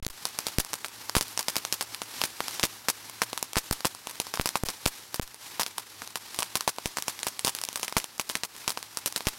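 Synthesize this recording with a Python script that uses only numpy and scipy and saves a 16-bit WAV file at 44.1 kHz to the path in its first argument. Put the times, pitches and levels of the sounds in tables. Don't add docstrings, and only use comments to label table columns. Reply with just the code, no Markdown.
import sys
import numpy as np
from scipy import signal
from scipy.io import wavfile

SR = 44100
rng = np.random.default_rng(int(sys.argv[2]) if len(sys.argv) > 2 else 0)


def store_pcm(level_fs):
    pcm = np.round(np.clip(level_fs, -1, 1) * 32767).astype(np.int16)
    wavfile.write(sys.argv[1], SR, np.atleast_2d(pcm).T)


N = 413658

# (time [s], blast gain [dB], blast length [ms], echo gain [dB], plank knock gain [dB])
LOUD_GRAINS = [(0.049, -2.5, 0.088, -28, -9), (0.0654, 23.5, 0.027, 8.5, 7), (0.254, -3, 0.071, 2.5, -1),
               (0.3888, 1, 0.099, -3, -5.5), (0.468, -3.5, 0.079, 5.5, -28), (0.585, 9.5, 0.015, 4.5, -16),
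               (0.6486, -12.5, 0.015, -9.0, 4), (0.7328, -9.0, 0.067, -3, 0), (0.7397, -5, 0.01, 1, -6),
               (0.846, -13, 0.16, 11.5, -10), (1.096, -7, 0.057, -10, 1), (1.1521, -1.5, 0.076, 11, 3),
               (1.166, -4.5, 0.031, 16, 6), (1.2107, 0, 0.028, 4.5, -16), (1.376, -4.0, 0.065, -3, -3),
               (1.3925, -5, 0.06, 9.5, 4), (1.4836, -1.0, 0.069, 7, -2), (1.557, -10, 0.055, 5, 3),
               (1.5662, 3.5, 0.024, 1, -10), (1.6508, -8, 0.062, -7, -16), (1.7256, -0.5, 0.036, 6.5, -5),
               (1.81, -7.5, 0.068, 12.5, 5), (1.9468, -13, 0.062, 2, -22), (2.0184, -12.5, 0.15, 8, -23),
               (2.216, -2, 0.094, -3, -7), (2.2382, 3, 0.035, 4, -13), (2.4052, -10, 0.16, 3, -5),
               (2.4825, -9.5, 0.061, -10.0, -6), (2.5966, -8.0, 0.078, 4, -3), (2.631, -0.5, 0.077, 5, -19),
               (2.637, 3.5, 0.06, 6.5, -28), (2.8853, 3, 0.085, 9, -23), (3.2186, 0.5, 0.22, 6, -6),
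               (3.331, -12.5, 0.19, 1, -8), (3.3768, -8.5, 0.038, 3, 5), (3.4276, 0.5, 0.011, -5, -4),
               (3.533, -10.5, 0.04, -7, -8), (3.5573, -5, 0.09, 2, -6), (3.5681, 8, 0.18, 8.5, -21),
               (3.711, -0.5, 0.025, 16, -5), (3.8065, -14.5, 0.1, 0, -6), (3.8479, -0.5, 0.125, 3, -1),
               (3.8535, 13.5, 0.069, -2, -2), (3.9493, -17, 0.037, -7.0, 11), (4.0715, -9.5, 0.14, -2.0, 1),
               (4.0957, -18.5, 0.041, 17, 9), (4.2007, 4.5, 0.035, -0.5, 3), (4.2687, -16, 0.11, 4, 1),
               (4.3396, -5.5, 0.16, 9.5, -13), (4.3737, -13.5, 0.12, -13, 3), (4.3974, 7.5, 0.18, 1, -16),
               (4.4583, 8.5, 0.04, 0, 2), (4.4904, -1.0, 0.026, -2, 7), (4.5558, 3.5, 0.13, 4, 1),
               (4.636, 8.5, 0.098, 15.5, -3), (4.6868, -1.5, 0.23, 7, -10), (4.857, -2.5, 0.11, 13, -5),
               (4.8612, 15.0, 0.066, 1.0, -3), (5.1439, 1, 0.011, 3, 0), (5.197, 17, 0.1, 9.5, -6),
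               (5.5963, -1.5, 0.072, 15.5, 3.5), (5.6191, -4, 0.083, 6.0, -3), (5.6329, -3, 0.037, -9, -2),
               (5.664, -3.5, 0.07, 2.5, -12), (5.7821, -3.5, 0.046, 4, 10), (6.0197, -15.5, 0.39, 8.0, -17),
               (6.0755, -14, 0.037, -5.0, -7), (6.1569, -3.5, 0.056, 6, 6), (6.3454, -14.5, 0.06, 3.0, 4),
               (6.3892, 2.5, 0.025, 7, 2.5), (6.4233, -6.5, 0.078, 1, 12), (6.4296, -1, 0.058, -3, -2),
               (6.5548, 5, 0.066, 5.5, 0), (6.6084, -2.5, 0.044, -1, 7), (6.6772, 10.5, 0.11, 2, 0.5),
               (6.7847, -12.5, 0.27, 1, -4), (6.858, -2.5, 0.077, 6, -2), (6.9711, -2.5, 0.077, 6.5, -7),
               (6.985, -7, 0.076, 5, -1), (7.024, -4, 0.02, -5, 0), (7.0818, 3, 0.041, 3, 1),
               (7.1914, -14.0, 0.075, 4, -16), (7.2314, -2.5, 0.061, 1, -9), (7.2682, 3, 0.08, 6.5, -3.5),
               (7.3933, -3.5, 0.035, 2, -1), (7.448, 7.5, 0.022, 3, 3), (7.4715, 0.5, 0.045, 0, 4),
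               (7.479, 5.5, 0.072, 4.5, 4), (7.5502, -5, 0.02, 4.5, -2), (7.5876, -11.5, 0.05, -13, 3),
               (7.6151, -8, 0.031, 2, -3), (7.6376, -3.5, 0.037, -11, -6), (7.651, -8, 0.024, -9, -6),
               (7.688, -6.5, 0.069, -7, 3), (7.7293, -13.5, 0.026, 5, -5), (7.7584, 1.0, 0.013, 4, 6.5),
               (7.7966, -10.5, 0.02, 6, -16), (7.831, -0.5, 0.057, 6.5, 2), (7.881, -8.5, 0.083, 4, 6.5),
               (7.9253, -12, 0.12, -5, -3), (7.967, 12, 0.21, 2.5, -19), (8.0007, -13.5, 0.07, 9, 6),
               (8.0427, -8.5, 0.054, -1, -5), (8.1969, 2.5, 0.059, 3.5, -2.5),
               (8.2928, -10.0, 0.039, 12.0, -5), (8.2986, -5, 0.1, 7.5, -7), (8.3537, 2.5, 0.23, 0, -22),
               (8.435, -4, 0.096, 9, -1), (8.6785, 4.5, 0.09, 4.5, -4), (8.7044, -2.5, 0.04, 5.5, -2),
               (8.7743, -10.5, 0.16, 6.0, -2), (8.8282, -13.0, 0.032, -4.0, 0),
               (8.9723, 2.5, 0.011, -2, 8.5), (9.06, 4, 0.017, 8, -21), (9.125, -12.5, 0.03, -2, 1),
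               (9.1616, 3.5, 0.072, 4.5, -8), (9.2068, -13.5, 0.16, 2, -11), (9.27, 5, 0.16, 6, -3)]
# (delay [ms], gain [dB])
REFLECTIONS = [(4.2, -18), (8.3, -21), (14.6, -23)]
# (centre [Hz], width [Hz], gain [dB])
CRACKLE_RESONANCES = [(5320, 1900, -4), (9650, 3300, -4.5), (13300, 2900, -28)]
# (time [s], level [dB])
BURN_LEVEL = [(0.0, -44.5), (0.56, -44.5), (0.92, -48.5), (1.01, -44.5), (2.02, -45.5), (2.23, -39.5),
              (2.34, -46), (2.55, -39), (2.79, -48), (3.53, -45.8), (3.8, -39.5), (3.92, -45.5),
              (4.54, -40.5), (4.63, -44), (4.75, -41.5), (5.37, -48), (5.46, -39.7), (5.94, -46),
              (6.03, -42.5), (6.14, -46.5), (6.35, -40.5), (6.5, -44.5), (6.92, -42), (8.05, -43.5),
              (8.19, -51.5), (8.31, -40), (8.46, -53), (8.58, -42.5), (8.94, -46.5), (9.38, -41.5)]
# (frequency [Hz], relative density [dB])
GAS_SPECTRUM = [(1500, -0.5), (2200, 1), (3200, 1.5), (4400, 3), (6000, 1.5), (7500, -2.5), (9500, -2),
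                (12000, -2.5), (15500, -14)]
# (frequency [Hz], relative density [dB])
FLAME_SPECTRUM = [(50, -1), (150, -5.5), (300, -2.5), (650, -8.5), (820, -0.5), (1020, -2.5), (1400, -3),
                  (2000, -9.5), (3500, -33)]
# (time [s], level [dB])
HUM_LEVEL = [(0, -66), (.8, -63), (3.2, -62), (4.0, -63), (9.38, -65.5)]
# (time [s], kick [multiples of MIC_LIMIT])
BIAS_KICKS = [(0, -4.8), (0.0663, 8.5), (.5850, -1.8), (1.1669, 1.3), (2.637, .2), (3.5684, 1.25),
              (3.7116, -2), (4.3976, 2), (4.6361, -5.2), (4.8616, -1.9), (5.197, -6.4), (6.858, .45),
              (7.9688, .45), (9.2704, 1.35)]
# (time [s], gain [dB])
OUTPUT_GAIN = [(0, -38.5), (.02, 9), (.05, -9.5), (.08, -8.5), (.2, 0.5), (3.3, 1), (3.6, -3), (9.38, -2.5)]

POP_SAMPLES = 3000
MIC_LIMIT, MIC_LOW_HZ, MIC_TOP_HZ, CUTOFF_HZ = 0.4, 151, 14130, 15800


def loud_pops():
    out = np.zeros(N)
    for time_s, db, length_ms, echo_db, knock_db in LOUD_GRAINS:
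        add(out, time_s, pop(db, length_ms, echo_db, knock_db))
    return out


def small_pops(rate_hz=3.0, range_db=(-24, -16), median_ms=0.025):
    out = np.zeros(N)
    for slot in range(int(rate_hz * N / SR)):
        time_s = (slot + rng.random()) / rate_hz
        db = rng.uniform(*range_db)
        length_ms = median_ms * 2 ** rng.uniform(-1, 1)
        add(out, time_s, pop(db, length_ms, echo_db=-3, knock_db=5))
    return out


def pop(db, length_ms, echo_db, knock_db, plank_hz=1015, plank_width_hz=280):
    t = np.arange(POP_SAMPLES) / SR
    crack = signal.fftconvolve(shock_train(t, echo_db), blast(t, length_ms))[:POP_SAMPLES]
    airborne = crack + from_db(echo_db) * ground_scatter(t)
    knock = from_db(knock_db) * resonate(airborne, plank_hz, plank_width_hz)
    return from_db(db) * (airborne + knock)


def blast(t, length_ms, suction=0.63):
    age = t / from_ms(length_ms)
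    return -(1 - suction * age) * np.exp(-age)


def shock_train(t, echo_db, fragment_gain=0.79, burst_ms=0.45, path_spread_ms=0.43):
    train = rng.standard_normal(len(t)) ** 3 * np.exp(-t / from_ms(burst_ms))
    train *= fragment_gain / np.linalg.norm(train)
    train[0] = 1
    for delay_ms, db in REFLECTIONS:
        path_ms = abs(delay_ms + path_spread_ms * rng.standard_normal())
        train[int(from_ms(path_ms) * SR)] += from_db(db + echo_db)
    return train


def ground_scatter(t, near_db=-38, near_ms=9.4, far_db=-38, far_delay_ms=14.6, far_ms=5.1, rough_db=5):
    late_s = t - from_ms(far_delay_ms)
    near = from_db(near_db) * np.exp(-t / from_ms(near_ms))
    far = from_db(far_db) * (late_s > 0) * np.exp(-np.abs(late_s) / from_ms(far_ms))
    noise, roughness = rng.standard_normal((2, len(t)))
    return (near + far) * noise * from_db(rough_db * roughness)


def gas_hiss(burn_db, gain_db=-2.0):
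    return from_db(burn_db + gain_db) * band_noise(GAS_SPECTRUM, flicker_db=0.6)


def flame_rush(burn_db, steady_rush_db=-51, steady_burn_db=-43, tracking=0.71):
    level_db = steady_rush_db + tracking * (burn_db - steady_burn_db)
    return from_db(level_db) * band_noise(FLAME_SPECTRUM, flicker_db=-0.1)


def sizzle(burn_db, rate_hz=70, gain_db=0.5, length_ms=0.025):
    sizes = from_db(gain_db + rng.uniform(-6, 12, N))
    ticks = sizes * (rng.random(N) < rate_hz / SR)
    tick_shape = blast(np.arange(POP_SAMPLES) / SR, length_ms)
    return from_db(burn_db) * signal.fftconvolve(ticks, tick_shape)[:N]


def far_hum(pitch_hz=108, waver_hz=5.78, waver_db=4.0):
    phase = 2 * np.pi * np.cumsum(pitch_hz + waver_hz * drift(8.55)) / SR
    return from_db(curve(HUM_LEVEL) + waver_db * drift(6.5)) * unit_rms(np.sin(phase))


def mic_hiss(db=-58.0):
    return from_db(db) * rng.standard_normal(N)


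def mic_overload(dry, rebound_gain=1.94, rebound_hz=330, fast_s=0.01576, slow_s=0.018, slow_gain=0.054):
    t = np.arange(SR // 2) / SR
    recovery = np.exp(-t / fast_s) + slow_gain * np.exp(-t / slow_s)
    bias = np.zeros(N)
    for time_s, kick in BIAS_KICKS:
        add(bias, time_s, kick * recovery)
    heard = dry / np.sqrt(np.maximum(np.abs(bias), 1))
    excess = np.maximum(-heard - MIC_LIMIT, 0)
    rebound = rebound_gain * butter(excess, rebound_hz, "low", order=1)
    return np.clip(heard + rebound + bias * MIC_LIMIT, -MIC_LIMIT, MIC_LIMIT)


def band_noise(spectrum, flicker_db):
    hz, db = np.transpose(spectrum)
    edges_hz = np.geomspace(35, 17000, 25)
    white = rng.standard_normal((2, N))
    out = np.zeros(N)
    for k, band_hz in enumerate(zip(edges_hz, edges_hz[1:])):
        level_db = np.interp(np.log(band_hz).mean(), np.log(hz), db, left=-np.inf, right=-np.inf)
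        if np.isfinite(level_db):
            out += from_db(level_db + flicker_db * drift(8.8)) * butter(white[k % 2], band_hz, "band")
    return unit_rms(out)


def drift(cutoff_hz):
    return unit_rms(butter(rng.standard_normal(N + SR), cutoff_hz, "low")[SR:])


def butter(x, hz, kind, order=2):
    return signal.sosfilt(signal.butter(order, hz, kind, fs=SR, output="sos"), x)


def resonate(x, hz, width_hz):
    return signal.lfilter(*signal.iirpeak(hz, hz / width_hz, SR), x + 1e-18)


def curve(rows):
    return np.interp(np.arange(N) / SR, *np.transpose(rows))


def add(track, time_s, sound):
    start = int(time_s * SR)
    track[start:start + len(sound)] += sound[:max(N - start, 0)]


def unit_rms(x):
    return x / np.sqrt(np.mean(x ** 2) + 1e-20)


def from_db(db):
    return 10 ** (np.asarray(db) / 20)


def from_ms(ms):
    return ms / 1000


def scene(surge_db=1.1, surge_hz=6.7, flutter_db=1.5, flutter_hz=47):
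    burn_db = curve(BURN_LEVEL) + surge_db * drift(surge_hz)
    flutter = from_db(flutter_db * drift(flutter_hz))
    flame = flutter * (gas_hiss(burn_db) + flame_rush(burn_db))
    background = far_hum() + mic_hiss()
    crackle = sizzle(burn_db) + loud_pops() + small_pops()
    crackle += sum(from_db(db) * resonate(crackle, hz, width) for hz, width, db in CRACKLE_RESONANCES)
    return (butter(crackle, MIC_TOP_HZ, "low") + flame + background)[None]


def record(dry):
    out = butter(mic_overload(dry), MIC_LOW_HZ, "high", order=1)
    out *= from_db(curve(OUTPUT_GAIN))
    return signal.sosfilt(signal.ellip(10, 0.2, 75, CUTOFF_HZ, fs=SR, output="sos"), out)


dry = scene()
out = record(dry)
store_pcm(out)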